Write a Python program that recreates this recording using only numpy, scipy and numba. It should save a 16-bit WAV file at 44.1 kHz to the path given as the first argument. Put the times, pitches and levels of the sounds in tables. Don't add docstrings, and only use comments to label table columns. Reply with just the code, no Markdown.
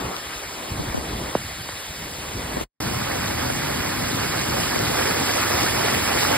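import sys
import numpy as np
from scipy import signal
from scipy.fft import irfft
from scipy.io import wavfile
from scipy.ndimage import uniform_filter1d
from numba import njit

SR = 44100
rng = np.random.default_rng(int(sys.argv[2]) if len(sys.argv) > 2 else 0)


def master(y):
    cut = np.clip(np.atleast_2d(y).T, -1, 1)
    pcm = np.round(cut * 32767)
    wavfile.write(sys.argv[1], SR, pcm.astype(np.int16))


N = 280917

# pitch_hz, level_db (per Hz, relative), left_minus_right_db, likeness (0-1), left_lead_rad
STEPS_STEREO = [(250, -4.5, 4.6, 0.864, -0.51), (550, -0.8, -1.0, 0.922, -2.23),
                (720, -2.7, -6.5, 0.707, -2.36), (880, -5.6, -8.0, 0.423, 0.42),
                (1100, -4.4, -1.6, 0.96, 0), (1500, -5.0, -1.4, 0.99, 0), (2000, -5.8, -1.2, 0.98, 0.0),
                (2300, -7.2, -2.6, 0.72, 0.7), (2700, -9.3, -3.6, 0.7, 2.6), (3200, -9.6, -2.8, 0.7, 2.5),
                (3900, -12.4, -1.2, 0.5, 0.95), (4600, -10.2, -2.0, 0.56, 1.25),
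                (5150, -9.8, -1.3, 0.62, 2.0), (5650, -11.8, 0, 1, 3.142), (6400, -13.2, 0, 1, 3.142),
                (6900, -14.0, 0, 0.75, 3.4), (7400, -14.4, 0, 0.45, 4.7), (7800, -15.6, 0, 0.7, 6.22),
                (8100, -15.8, 0, 0.5, 6.6), (8450, -15.0, 0, 0.8, 9.42), (8800, -16.6, 0, 0.5, 12.3),
                (9500, -17.2, 0, 0.35, 12.57), (12000, -17.0, 0, 0.5, 12.57),
                (15500, -22.2, 0.0, 0.3, 12.5)]
ROAR_STEREO = [(40, -5, -2, 0.65, 0.5), (64, 4.5, 5, 0.9, 0), (114, 8.5, -1.5, 0.98, 0),
               (160, 2, 2, 0.79, 0.46), (262, 1.5, 7, 0.98, 0.4), (350, -3.5, 4, 0.59, 1),
               (480, -73, -1, 0.99, -22)]
RAIN_STEREO = [(300, -4.5, -0.2, 0.884, -0.19), (600, -3.0, 0.7, 0.628, 0.08),
               (1000, -2.0, 2.2, 0.426, -0.27), (1500, -2.0, 0.2, 0.597, -0.3),
               (2000, -1.5, -0.1, 0.988, 0.02), (2700, -2.4, 0.1, 0.707, 2.32),
               (4100, -4.4, -0.3, 0.892, 0.18), (5100, -4.5, 0.8, 0.694, 1.89), (5550, -5.5, 0, 1, 3.142),
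               (6400, -7.0, -0.0, 0.972, 3.16), (6900, -6.4, 0.8, 0.671, 3.66),
               (7400, -6.4, -0.2, 0.606, 4.59), (7800, -8.8, 0, 1, 6.283), (12000, -13.4, 0, 1, 6.283),
               (15500, -18.2, 0, 1, 6.283)]
WASH_STEREO = [(139, -4.5, 0.077, 0.85, 0.029), (312, 5, 0.084, 0.93, 0.15), (530, 2, 0.0054, 0.41, 0.9),
               (1110, 0, 0.92, 0.15, 0.72), (2580, -51, 0.087, 0.36, 0.05)]
SPRAY_STEREO = [(600, -12, 3, .5, 0.071), (1200, 22.5, 14, .6, 0.028), (2200, 5.5, 16, .7, 0.044),
                (4470, -19.5, 0, .7, .5), (8950, -45, -3.5, 0.46, 0)]
GUST_STEREO = [(31.4, 7, 0.0035, 0.99, 0.0088), (54, 10.5, 0.023, 1, 0.015), (115, 6, 0.0061, 1, 0.0085),
               (223, 0, 0, 1, 0.01), (380, -8.5, 0, 0.9, 0.01), (800, -72.5, 0.015, 0.59, 0.0048)]
# time_s (of the peak), length_s, extra_level_db
SWELLS = [(3.266, 0.029, 0), (3.45, 0.051, 0.5), (3.797, .04, 0), (4.617, 0.064, 2), (5.037, 0.18, 1.5),
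          (5.36, 0.11, 1.5), (5.6, 0.17, 1.5), (5.92, 0.12, 0.5), (6.222, 0.029, 1.5)]
# time_s, level_db
ROAR_LEVEL = [(2.81, -28), (3.1, -31), (3.36, -32), (3.45, -28), (3.6, -30.5), (4.3, -29), (4.7, -30.5),
              (5.3, -31.5), (5.75, -30), (6.36, -31)]
# start_s, level_db, top_hz, bottom_hz, low_weight (0-1),
# right_gain (relative to left; negative when the drop lands between the microphones)
DROPS = [(0.1658, -14, 3300, 2800, 0, -0.75), (0.7958, -16.5, 650, 130, .6, -1),
         (0.9440, -13.5, 1500, 130, 0.8, -0.9), (0.9746, -14.5, 1300, 110, 0.85, -0.8),
         (1.3512, -6.8, 950, 130, 0.1, 1.05), (1.6894, -23, 1700, 130, 0.15, 0.95),
         (2.5688, -14, 850, 200, 0.2, -0.85), (2.6104, -15, 950, 180, 0.2, -0.6),
         (3.5008, -12.5, 1100, 400, 0.1, -0.7), (4.7602, -11, 900, 200, 0.2, -0.7),
         (6.2330, -10, 4500, 250, .4, -0.8)]
# time_s, level_db
WASH_LEVEL = [(0, -31.5), (.12, -31.5), (.17, -45.5), (.52, -49), (.58, -38), (.8, -36), (1.3, -33.5),
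              (1.4, -50), (1.95, -61), (2.08, -42), (2.3, -40), (2.36, -35.5), (2.63, -34)]
# start_s, held_s, level_db
GUSTS = [(-.04, 0.099, -31.5), (.69, 0.2, -31.5), (.94, .08, -35), (1.05, 0.16, -30.5), (1.33, 0.028, -32),
         (1.56, 0.15, -39.5), (1.88, 0.16, -36.5), (2.08, 0.04, -38), (2.17, 0.06, -37.5),
         (2.32, 0.11, -31), (2.47, .16, -31.5)]

START_M, WALK_M_S = 8.38, 1.243
WHITE_DB, WHITE_TILT_DB_OCT = -10.5, -0.03
WHITE_BRIGHTENS_DB_OCT_S = -0.0446
RAIN_DB, RAIN_TILT_DB_OCT, RAIN_BRIGHTENS_DB_OCT_S = -34, -0.89, 0.15
DROP_LAG_CYCLES = 1.4
BODY_HZ, BODY_Q, BODY_GAIN = 570, 4, 0.7
SPRAY_DB, SPRAY_FADE_DB_S = -43, 17.5
GUST_RISE_S, GUST_FADE_DB_S, CALM_DB = 0.03, 140, -44
LAWN_ENDS_S, STEPS_START_S = 2.637, 2.8045
CUT_DB, CUT_S, TAIL_DB_S = -12.5, 0.005, 1247
OPEN_S, SILENCE_DB = 0.0034, -70
LOW_HZ, TOP_HZ = 45, 15700
FRAME = 1024
OVERLAP = 3 * FRAME // 4


def cascade():
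    def near_db(s):
        distance_m = np.maximum(START_M - WALK_M_S * (s - STEPS_START_S), 1)
        return WHITE_DB - 20 * np.log10(distance_m) + swells_db(s)

    def tilt(s):
        return WHITE_TILT_DB_OCT + WHITE_BRIGHTENS_DB_OCT_S * (s - STEPS_START_S)

    white = stereo(lambda: water(-5.5, 2.53, 3.8, count=30000), STEPS_STEREO, near_db, tilt,
                   surge_db=0.4, patch_db=1.2)
    roar = stereo(lambda: rng.standard_normal(N), ROAR_STEREO, lambda s: curve(ROAR_LEVEL, s)[0], flat,
                  surge_db=0.7, patch_db=0.63)
    return white + roar


def swells_db(s):
    return sum(db * np.exp(-((s - at) / length) ** 2) for at, length, db in SWELLS)


def rain():
    return stereo(lambda: water(-11, 1.0, 1.2, count=20000), RAIN_STEREO, lambda s: RAIN_DB + flat(s),
                  lambda s: RAIN_TILT_DB_OCT + RAIN_BRIGHTENS_DB_OCT_S * s, surge_db=-0.02, patch_db=1.62)


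def drops():
    length = 4096
    out = np.zeros((2, N + length))
    hz = np.maximum(np.fft.rfftfreq(length, 1 / SR), 1.)
    lag = np.exp(-2j * np.pi * DROP_LAG_CYCLES * np.log(np.maximum(hz, 40) / 8000))
    shell = 1 + BODY_GAIN / (1 + 1j * BODY_Q * (hz / BODY_HZ - BODY_HZ / hz))
    for start, db, top_hz, low_hz, lows, right in DROPS:
        top_cut = 1 + (hz / top_hz) ** 3.3
        low_cut = 1 + (low_hz / hz) ** 2.2
        chirp = irfft(lag * shell / hz ** lows / top_cut / low_cut)
        chirp = chirp / np.abs(chirp).max()
        at = int(start * SR)
        out[:, at:at + length] += undb(db) * np.outer([1, right], chirp)
    return out[:, :N]


def wash():
    return stereo(lambda: water(-9.5, 0.82, 5.1, count=8000), WASH_STEREO, lambda s: curve(WASH_LEVEL, s)[0],
                  flat, surge_db=0.0, patch_db=1.0)


def spray():
    return stereo(lambda: water(-22.0, 1.5, 2.9, count=12000), SPRAY_STEREO,
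                  lambda s: SPRAY_DB - SPRAY_FADE_DB_S * s, flat, surge_db=2.0, patch_db=2.0)


def gusts():
    return stereo(lambda: rng.standard_normal(N), GUST_STEREO, wind_db, flat, surge_db=1.86, patch_db=1.5)


def wind_db(s):
    out = CALM_DB + flat(s)
    for start, held, db in GUSTS:
        rise = CALM_DB + (db - CALM_DB) * (s - start) / GUST_RISE_S
        fade = db - GUST_FADE_DB_S * (s - start - GUST_RISE_S - held)
        gust = np.minimum(np.minimum(rise, db), fade)
        out = np.maximum(out, gust)
    return out


def water(bubble_db, scatter_db, cycles, count):
    when, pitch, chance = rng.random((count, 3)).T
    hz = 150 * 60 ** pitch
    size = hz * undb(-scatter_db * np.log(1 - .999 * chance))
    start = (when * N).astype(np.int64)
    bubbles = ring(start, hz, float(cycles), size, 0.1195, N, float(SR))
    return rng.standard_normal(N) + undb(bubble_db) * unit(bubbles)


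@njit
def ring(start, hz, cycles, size, glide, n, sr):
    out = np.zeros(n)
    for k in range(len(start)):
        length = cycles * sr / hz[k]
        phase = 0.
        for i in range(min(int(4 * length), n - start[k])):
            phase += 2 * np.pi * hz[k] * (1 + glide * i / length) / sr
            out[start[k] + i] += size[k] * np.exp(-i / length) * np.sin(phase)
    return out


def stereo(make, table, level_db, tilt, surge_db, patch_db):
    hz, s, shared = signal.stft(make(), SR, nperseg=FRAME, noverlap=OVERLAP)
    apart = signal.stft(make(), SR, nperseg=FRAME, noverlap=OVERLAP)[2]
    hz = np.maximum(hz, 1.)[:, None]
    rows = np.transpose(table)
    rows[3] = np.arccos(np.clip(rows[3], 0, 1))
    db, pan_db, angle, lead = (np.interp(np.log(hz), np.log(rows[0]), c) for c in rows[1:])
    db = db - 24 * np.maximum(np.log2(rows[0, 0] / hz), 0)
    colour = unit(undb(db))
    surges = surge_db * flicker(shared.shape, frames=7, bins=120)
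    patches = patch_db * flicker(shared.shape, frames=4, bins=12)
    octaves = np.log2(np.maximum(hz, 500) / 2000)
    gain = colour * undb(level_db(s) + tilt(s) * octaves + surges + patches)
    left = shared * undb(pan_db / 2)
    right = np.cos(angle) * np.exp(-1j * lead) * shared + np.sin(angle) * apart
    pair = gain * np.array([left, right * undb(-pan_db / 2)])
    return signal.istft(pair, SR, nperseg=FRAME, noverlap=OVERLAP)[1][:, :N]


def flicker(shape, frames, bins):
    field = rng.standard_normal(shape)
    for _ in range(2):
        field = uniform_filter1d(field, frames, axis=1)
        field = uniform_filter1d(field, bins, axis=0)
    return unit(field)


def undb(db):
    return 10 ** (np.asarray(db) / 20)


def curve(rows, s):
    t, *columns = np.transpose(rows)
    return [np.interp(s, t, c) for c in columns]


def unit(x):
    return x / np.sqrt(np.mean(x ** 2))


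def flat(s):
    return 0 * s


def gap(s):
    after = np.maximum(s - LAWN_ENDS_S, 0)
    drop_db = CUT_DB * np.minimum(after / CUT_S, 1)
    tail_db = TAIL_DB_S * np.maximum(after - CUT_S, 0)
    closing = undb(np.maximum(drop_db - tail_db, SILENCE_DB))
    opening = np.clip((s - STEPS_START_S) / OPEN_S + 1, 0, 1)
    return np.maximum(closing, opening)


def scene():
    s = np.arange(N) / SR
    at_steps = s > 2.74
    steps = cascade()
    lawn = rain() + spray() + wash() + gusts()
    return (np.where(at_steps, steps, lawn) + drops()) * gap(s)


def record(dry):
    bass_cut = signal.butter(3, LOW_HZ, "high", fs=SR, output="sos")
    top_cut = signal.ellip(14, .2, 70, TOP_HZ, fs=SR, output="sos")
    return signal.sosfilt(top_cut, signal.sosfilt(bass_cut, dry))


dry = scene()
out = record(dry)
master(out)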